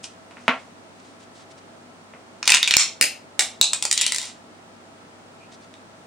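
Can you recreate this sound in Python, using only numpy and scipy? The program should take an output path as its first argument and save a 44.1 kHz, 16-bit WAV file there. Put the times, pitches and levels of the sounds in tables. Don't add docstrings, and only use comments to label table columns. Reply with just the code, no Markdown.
import sys
import numpy as np
from scipy import signal
from scipy.fft import rfft, irfft, next_fast_len
from scipy.io import wavfile
from scipy.ndimage import uniform_filter1d

SR = 44100
rng = np.random.default_rng(int(sys.argv[2]) if len(sys.argv) > 2 else 0)


def to_wav(s):
    ch = np.atleast_2d(s).T
    pcm = np.round(np.clip(ch, -1, 1) * 32767)
    wavfile.write(sys.argv[1], SR, pcm.astype(np.int16))


N = 267631
BLOW_SAMPLES = 4096
BLOW_HZ = np.fft.rfftfreq(BLOW_SAMPLES, 1 / SR)

# frequency_hz, level_db
STEEL_SPECTRUM = [(88, -54.5), (150, -28), (244, -29), (391, -22.5), (514, -15.5), (905, -7.5), (1560, -9),
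                  (1940, -4.5), (3040, -4), (3420, -2.5), (7620, -5), (9260, -6.5), (11500, -29.5),
                  (14500, -27.5), (16000, -30.5)]
# pitch_hz, level_db, t60_s
STEEL_RING = [(2497, -2, .24), (3091, -6, .26), (3259, -7, .25), (3567, -9, .22), (3997, -9, .22),
              (4457, -8, .22), (5125, -8, .22), (5421, -6, .22), (5620, -4, .24), (6853, -2, .22),
              (6918, -4, .27), (7456, -5, .2), (7612, -8, .24), (8565, -9, .27), (9114, -7, .21),
              (9340, -8, .22)]
RAIL_RING = [(1470, -1, .15), (2500, 1, .2), (2497, 1.5, 0.1), (3315, -7.5, .2), (3997, -3.5, .2),
             (4392, 1.5, .2), (6380, -6, .18)]
LOOSE_RING = [(1946, -9.5, 0.36), (2120, -11, .22), (2300, -12, 0.15), (3110, -4.5, 0.25),
              (3800, -17, 0.21), (3940, 1.5, .26), (5540, -7, .26), (7460, -1, 0.35)]
# frequency_hz, side_minus_mid_db
CASE_WIDTH = [(60, -4), (180, -27), (550, -18.5), (1650, -8.5), (4970, -6), (15000, 13)]
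CLICK_WIDTH = [(60, 8), (150, -13.5), (380, -11.5), (950, -21), (2380, -14.5), (5980, -7), (15000, -3.5)]
SNAP_WIDTH = [(60, -11), (240, -4.5), (950, -16.5), (3770, -9), (15000, -1.5)]


def amp(db):
    return 10 ** (np.asarray(db) / 20)


def unit(x):
    return x / np.sqrt(np.sum(x ** 2, -1, keepdims=True) + 1e-20)


def curve(points, hz):
    point_hz, value = np.transpose(points)
    return np.interp(np.log(hz + 1), np.log(point_hz + 1), value)


def resonances(modes, hz):
    return sum(db / (1 + (2 * (hz - centre) / width) ** 2) for centre, width, db in modes)


def add(mix, start_s, sound):
    part = mix[:, round(start_s * SR):][:, :sound.shape[-1]]
    part += sound[..., :part.shape[1]]


def port_noise(size, width):
    side_gain = amp(curve(width, np.fft.rfftfreq(size, 1 / SR)))
    mid, side = rfft(rng.standard_normal((2, size))) / np.sqrt(1 + side_gain ** 2)
    return irfft([mid + side_gain * side, mid - side_gain * side], size)


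def noise(colour_db, size, width):
    return unit(irfft(rfft(port_noise(size, width)) * amp(colour_db), size)) * np.sqrt(size)


def room_tone(noise_db=-47, hum_hz=99, hum_db=-64):
    # frequency_hz, level_db
    spectrum = [(25, -36.5), (60, -21), (100, -18.5), (160, -9), (280, -7.5), (460, -10.5), (800, -9.5),
                (1200, -14), (1600, -16.5), (3000, -22.5), (8200, -29.5), (9700, -35), (11000, -47.5),
                (16000, -43)]
    # centre_hz, width_hz, gain_db
    modes = [(239.8, 16, 7.5), (656.3, 16.56, 9.5), (1329, 50, 7), (9440, 1520, 4.5), (11700, 2018, -7)]
    # frequency_hz, side_minus_mid_db
    width = [(60, -1.5), (150, -9), (380, -7), (950, 0), (2380, 2.5), (5980, 1), (15000, 0)]
    size = next_fast_len(N, real=True)
    hz = np.fft.rfftfreq(size, 1 / SR)
    air = noise(curve(spectrum, hz) + resonances(modes, hz), size, width)[:, :N]
    hum = np.sqrt(2) * np.sin(2 * np.pi * hum_hz * np.arange(N) / SR)
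    return amp(noise_db) * air + amp(hum_db) * hum


def room(sound, width, wet_db, echo_db, linger, build_s=0.0016, cutoff_hz=13500):
    # frequency_hz, t60_s
    decay = [(200, 0.11), (530, 0.34), (1390, 0.27), (3680, 0.28), (9700, 0.23)]
    # delay_s, level_db
    echoes = [(.0021, -9.5), (.0087, -24), (0.0128, -16.5), (0.0142, -11.5), (.0295, -18), (0.0439, -25)]
    hz, t, bands = signal.stft(port_noise(SR // 2, width), SR, nperseg=256)
    t60_s = linger * curve(decay, hz)[:, None]
    tail = signal.istft(bands * np.exp(-np.log(1000) * t / t60_s), SR)[1]
    onset = 1 - np.exp(-np.arange(tail.shape[1]) / SR / build_s)
    response = amp(wet_db) * unit(tail * onset)
    for delay_s, db in echoes:
        response[:, round(delay_s * SR)] += amp(db + echo_db)
    response = signal.lfilter(*signal.butter(2, cutoff_hz, fs=SR), response)
    return signal.fftconvolve(sound, response, axes=1)[:, :N]


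def friction(strokes, grain, slips_per_s):
    out = np.zeros((2, N))
    wander = np.interp(np.arange(N) * slips_per_s / SR, np.arange(N), rng.standard_normal(N))
    slips = np.exp(grain * wander)
    hz = np.fft.rfftfreq(SR, 1 / SR)
    for start_s, length_s, db, centre_hz, width_hz in strokes:
        size = int(length_s * SR)
        band_db = -20 * np.log10(1 + (2 * (hz - centre_hz) / width_hz) ** 2)
        hiss = noise(band_db + curve(STEEL_SPECTRUM, hz), SR, CLICK_WIDTH)[:, :size]
        grit = hiss * slips[int(start_s * SR):][:size]
        add(out, start_s, amp(db) * unit(grit) * np.sqrt(size) * np.hanning(size))
    return out


def fingers(centre_hz=4260, width_hz=13000):
    # start_s, length_s, level_db
    rubs = [(0.273, 0.5, -55), (0.896, 0.31, -58.5), (1.176, 0.096, -53), (1.32, 0.15, -52),
            (1.492, 0.042, -51.5), (1.559, 0.053, -54.5), (5.502, .077, -51), (5.591, 0.086, -55.5)]
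    return friction([(*rub, centre_hz, width_hz) for rub in rubs], grain=0.39, slips_per_s=130)


def scrapes():
    # start_s, length_s, level_db, centre_hz, width_hz
    strokes = [(.025, 0.044, -37.5, 7000, 8000), (2.445, 0.06, -35, 4500, 11000),
               (2.485, 0.062, -32.5, 3500, 9000), (2.635, 0.28, -36, 3400, 3600),
               (3.92, .22, -27.5, 3130, 1860), (4.08, 0.28, -37.5, 4980, 11000),
               (5.38, .1, -55.5, 2555, 298)]
    return friction(strokes, grain=0.28, slips_per_s=1300)


def blow(body_db, tilt, bass_db, contact_s, width, chatter, chatter_hz=1200, bass_hz=1100, pivot_hz=4000):
    tilt_db = tilt * np.log2(np.clip(BLOW_HZ / pivot_hz, 1 / 2, 2))
    shelf_db = bass_db / (1 + (BLOW_HZ / bass_hz) ** 4)
    log_gain = np.log(amp(np.maximum(body_db + tilt_db + shelf_db, -100)))
    body = np.exp(np.conj(signal.hilbert(np.r_[log_gain, log_gain[-2:0:-1]])))[:len(BLOW_HZ)]
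    sample = np.arange(BLOW_SAMPLES)
    grit = rfft(unit(port_noise(BLOW_SAMPLES, width) * np.exp(-sample / SR / contact_s)))
    roughness = chatter * BLOW_HZ / np.hypot(BLOW_HZ, chatter_hz)
    force = (1 + roughness * grit) / np.hypot(1, roughness)
    fade = np.minimum(1, 2 - 2 * sample / BLOW_SAMPLES) ** 2
    return unit(irfft(force * body) * fade) * np.sqrt(SR / 1000)


def knocks():
    # start_s, level_db, tilt_db_per_octave, bass_db, contact_s
    hits = [(.3105, -37.5, 8, 3, 0.0069), (0.3698, -33, -9, -9, 0.00095), (0.4805, -3.5, -2, -5.5, 0.00051),
            (2.137, -33.5, -5, 2, 0.0026)]
    # frequency_hz, level_db
    case_spectrum = [(60, -22), (110, -15), (170, -3), (300, 0), (500, -2), (800, -1), (1500, -4.5),
                     (2400, -2.5), (3400, -13.5), (5000, -23), (8500, -34), (11000, -41), (16000, -83)]
    # centre_hz, width_hz, gain_db
    case_modes = [(257, 28, 18), (360, 45, -30), (666, 41, 11), (1101, 30, 10), (1367, 36, 10),
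                  (2530, 2100, 2)]
    body_db = curve(case_spectrum, BLOW_HZ) + resonances(case_modes, BLOW_HZ)
    out = np.zeros((2, N))
    for start_s, db, tilt, bass_db, contact_s in hits:
        add(out, start_s, amp(db) * blow(body_db, tilt, bass_db, contact_s, CASE_WIDTH, chatter=0.33))
    return out


def after_ring(hit, partials, ring_db, spread_db=3):
    hz, mode_db, t60_s = np.transpose(partials)[:, :, None]
    t = np.arange(SR // 3) / SR
    modes = amp(mode_db) * np.exp((2j * np.pi * hz - np.log(1000) / t60_s) * t)
    gains = amp(spread_db * rng.standard_normal(len(modes)))
    phases = np.exp(2j * np.pi * rng.random(len(modes)))
    ring = unit(((gains * phases) @ modes).imag)
    return amp(ring_db) * np.linalg.norm(hit[0]) * ring


def bounces(ticks_per_s=55, jitter=0.6, spread_db=2):
    # start_s, length_s, first_db, fall_db, contact_kind
    runs = [(2.525, 0.076, -13, 12, "rail"), (2.652, 0.071, -23.5, 1, "rail"),
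            (4.2, 0.099, -19, 19, "rattle")]
    ticks = []
    for start_s, length_s, first_db, fall_db, kind in runs:
        count = max(1, round(length_s * ticks_per_s))
        for k, (shift, accent) in enumerate(rng.uniform(-1.2, 1, size=(32, 2))[:count]):
            progress = (k + .5 + .5 * jitter * shift) / count
            db = first_db - fall_db * progress + spread_db * accent
            ticks.append((start_s + length_s * progress, db, kind))
    return ticks


def clicks(width_share=0.2):
    # start_s, level_db, contact_kind
    main_clicks = [ (0.0422, -25, "touch"), (2.4285, -16.5, "touch"), (2.4552, -23.5, "edge"),
                   (2.4767, -1.5, "edge"), (2.4945, -5.5, "rail"), (2.5024, -3.5, "edge"),
                   (2.5205, 1.5, "rail"), (2.5411, -3.5, "rail"), (2.5463, -2.5, "edge"),
                   (2.5698, -6.5, "rail"), (2.6297, -4, "lug"), (2.6757, -7.5, "rail"),
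                   (2.6809, -14.5, "edge"), (2.7097, -4, "lug"), (2.7163, -15, "rail"),
                   (2.7387, -3, "rail"), (3.7330, -7.5, "lever"), (3.825, -10.5, "lever"),
                   (3.8522, -10, "lever"), (3.9131, -6.5, "rattle"), (3.9270, -8.5, "rattle"),
                   (3.977, -8.5, "rattle"), (4.0126, -8.5, "rattle"), (4.0172, -10, "rattle"),
                   (4.0650, -8, "rattle"), (4.1211, -10.5, "rattle"), (4.146, -14, "rattle"),
                   (4.1611, -15.5, "rattle"), (4.1838, -15, "rattle"), (5.74, -39, "lug")]
    contacts = { "touch": (-6.5, -12, .0015, 5700, 10, -16.5, RAIL_RING),
                "edge": (0, -7.5, 0.0036, 6400, 2, -13.5, RAIL_RING),
                "rail": (-2.4, -13.5, .002, 2580, 12.5, -24.5, RAIL_RING),
                "lug": (-5.5, -18, .0007, 3850, 6.5, -19, RAIL_RING),
                "lever": (4.1, 9.7, 0.0026, 7700, 3.5, -13, STEEL_RING),
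                "rattle": (5.04, -3.5, .002, 2050, 7.9, -12.5, LOOSE_RING)}
    out = np.zeros((2, N))
    for start_s, db, kind in main_clicks + bounces():
        tilt, bass_db, contact_s, hz, peak_db, ring_db, partials = contacts[kind]
        body_db = curve(STEEL_SPECTRUM, BLOW_HZ) + resonances([(hz, width_share * hz, peak_db)], BLOW_HZ)
        hit = amp(db) * blow(body_db, tilt, bass_db, contact_s, CLICK_WIDTH, chatter=3.1)
        add(out, start_s, hit)
        add(out, start_s, after_ring(hit, partials, ring_db))
    return out


def snaps():
    # start_s, level_db, tilt_db_per_octave, bass_db, contact_s, ring_db, room_send_db
    hits = [(2.7678, 11, 2, -9.5, 0.0014, -18.5, -4.5), (3.0119, 2, 1, -2, 0.00028, -21.5, -1),
            (3.3934, -4.5, 2.5, 11, 0.002, -44, 1.5), (3.6132, 4.5, 3, 6.5, 0.0011, -29.5, -2.5)]
    # centre_hz, width_hz, gain_db
    slide = [(1070, 290, 9.5), (1970, 1400, 5), (4200, 400, 13.5), (5300, 410, 11.5), (6764, 1150, 12)]
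    hammer = [(277, 147, 18.5), (453, 120, 7.5), (597, 40, 10.5), (1137, 230, -11.5), (2760, 1040, 7.5),
              (3420, 1180, -18), (4920, 690, 2), (5730, 360, -20.5), (6600, 830, 4), (8500, 370, -10.5),
              (9030, 860, 9), (12900, 3000, 13)]
    sear = [(1000, 500, -3), (1950, 400, 5), (3700, 900, 2), (7000, 3000, 2), (11500, 2000, 6)]
    catch = [(1300, 1400, -6), (3950, 800, 10), (5200, 1400, 4), (7700, 1100, 7)]
    direct, sent = np.zeros((2, 2, N))
    for row, part in zip(hits, [slide, hammer, sear, catch]):
        start_s, db, tilt, bass_db, contact_s, ring_db, send_db = row
        body_db = curve(STEEL_SPECTRUM, BLOW_HZ) + resonances(part, BLOW_HZ)
        hit = amp(db) * blow(body_db, tilt, bass_db, contact_s, SNAP_WIDTH, chatter=0.95)
        for sound in hit, after_ring(hit, STEEL_RING, ring_db):
            add(direct, start_s, sound)
            add(sent, start_s, amp(send_db) * sound)
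    return direct, sent


def scene():
    case = knocks()
    clatter = clicks() + scrapes()
    blows, blows_sent = snaps()
    return (fingers() + room_tone() + case + clatter + blows
            + room(case, CASE_WIDTH, wet_db=1.0, echo_db=2.5, linger=0.82)
            + room(clatter, CLICK_WIDTH, wet_db=-4.0, echo_db=-2.5, linger=0.97)
            + room(blows_sent, SNAP_WIDTH, wet_db=-0.5, echo_db=3.0, linger=1.053))


def record(dry, threshold_db=-8, recovery_db_per_s=400, attack_s=0.0018, lopsided=0.32, cutoff_hz=16200):
    pole = np.exp(-1 / (attack_s * SR))
    smoother = [1 - pole], [1, -pole]
    power_db = 10 * np.log10(signal.lfilter(*smoother, (dry ** 2).mean(0)) + 1e-12)
    recovery_db = np.arange(N) * recovery_db_per_s / SR
    held_db = np.maximum.accumulate(power_db + recovery_db) - recovery_db
    over_db = np.maximum(held_db - threshold_db, 0)
    limited = dry * amp(-signal.lfilter(*smoother, over_db))
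    offset = lopsided * uniform_filter1d(np.maximum(abs(limited) - 1, 0), size=24)
    clipped = np.clip(limited - offset, -1, 1)
    lowpass = signal.firwin(255, cutoff_hz, window=("kaiser", 8), fs=SR)
    return signal.oaconvolve(clipped, lowpass[None], "same")


dry = scene()
out = record(dry)
to_wav(out)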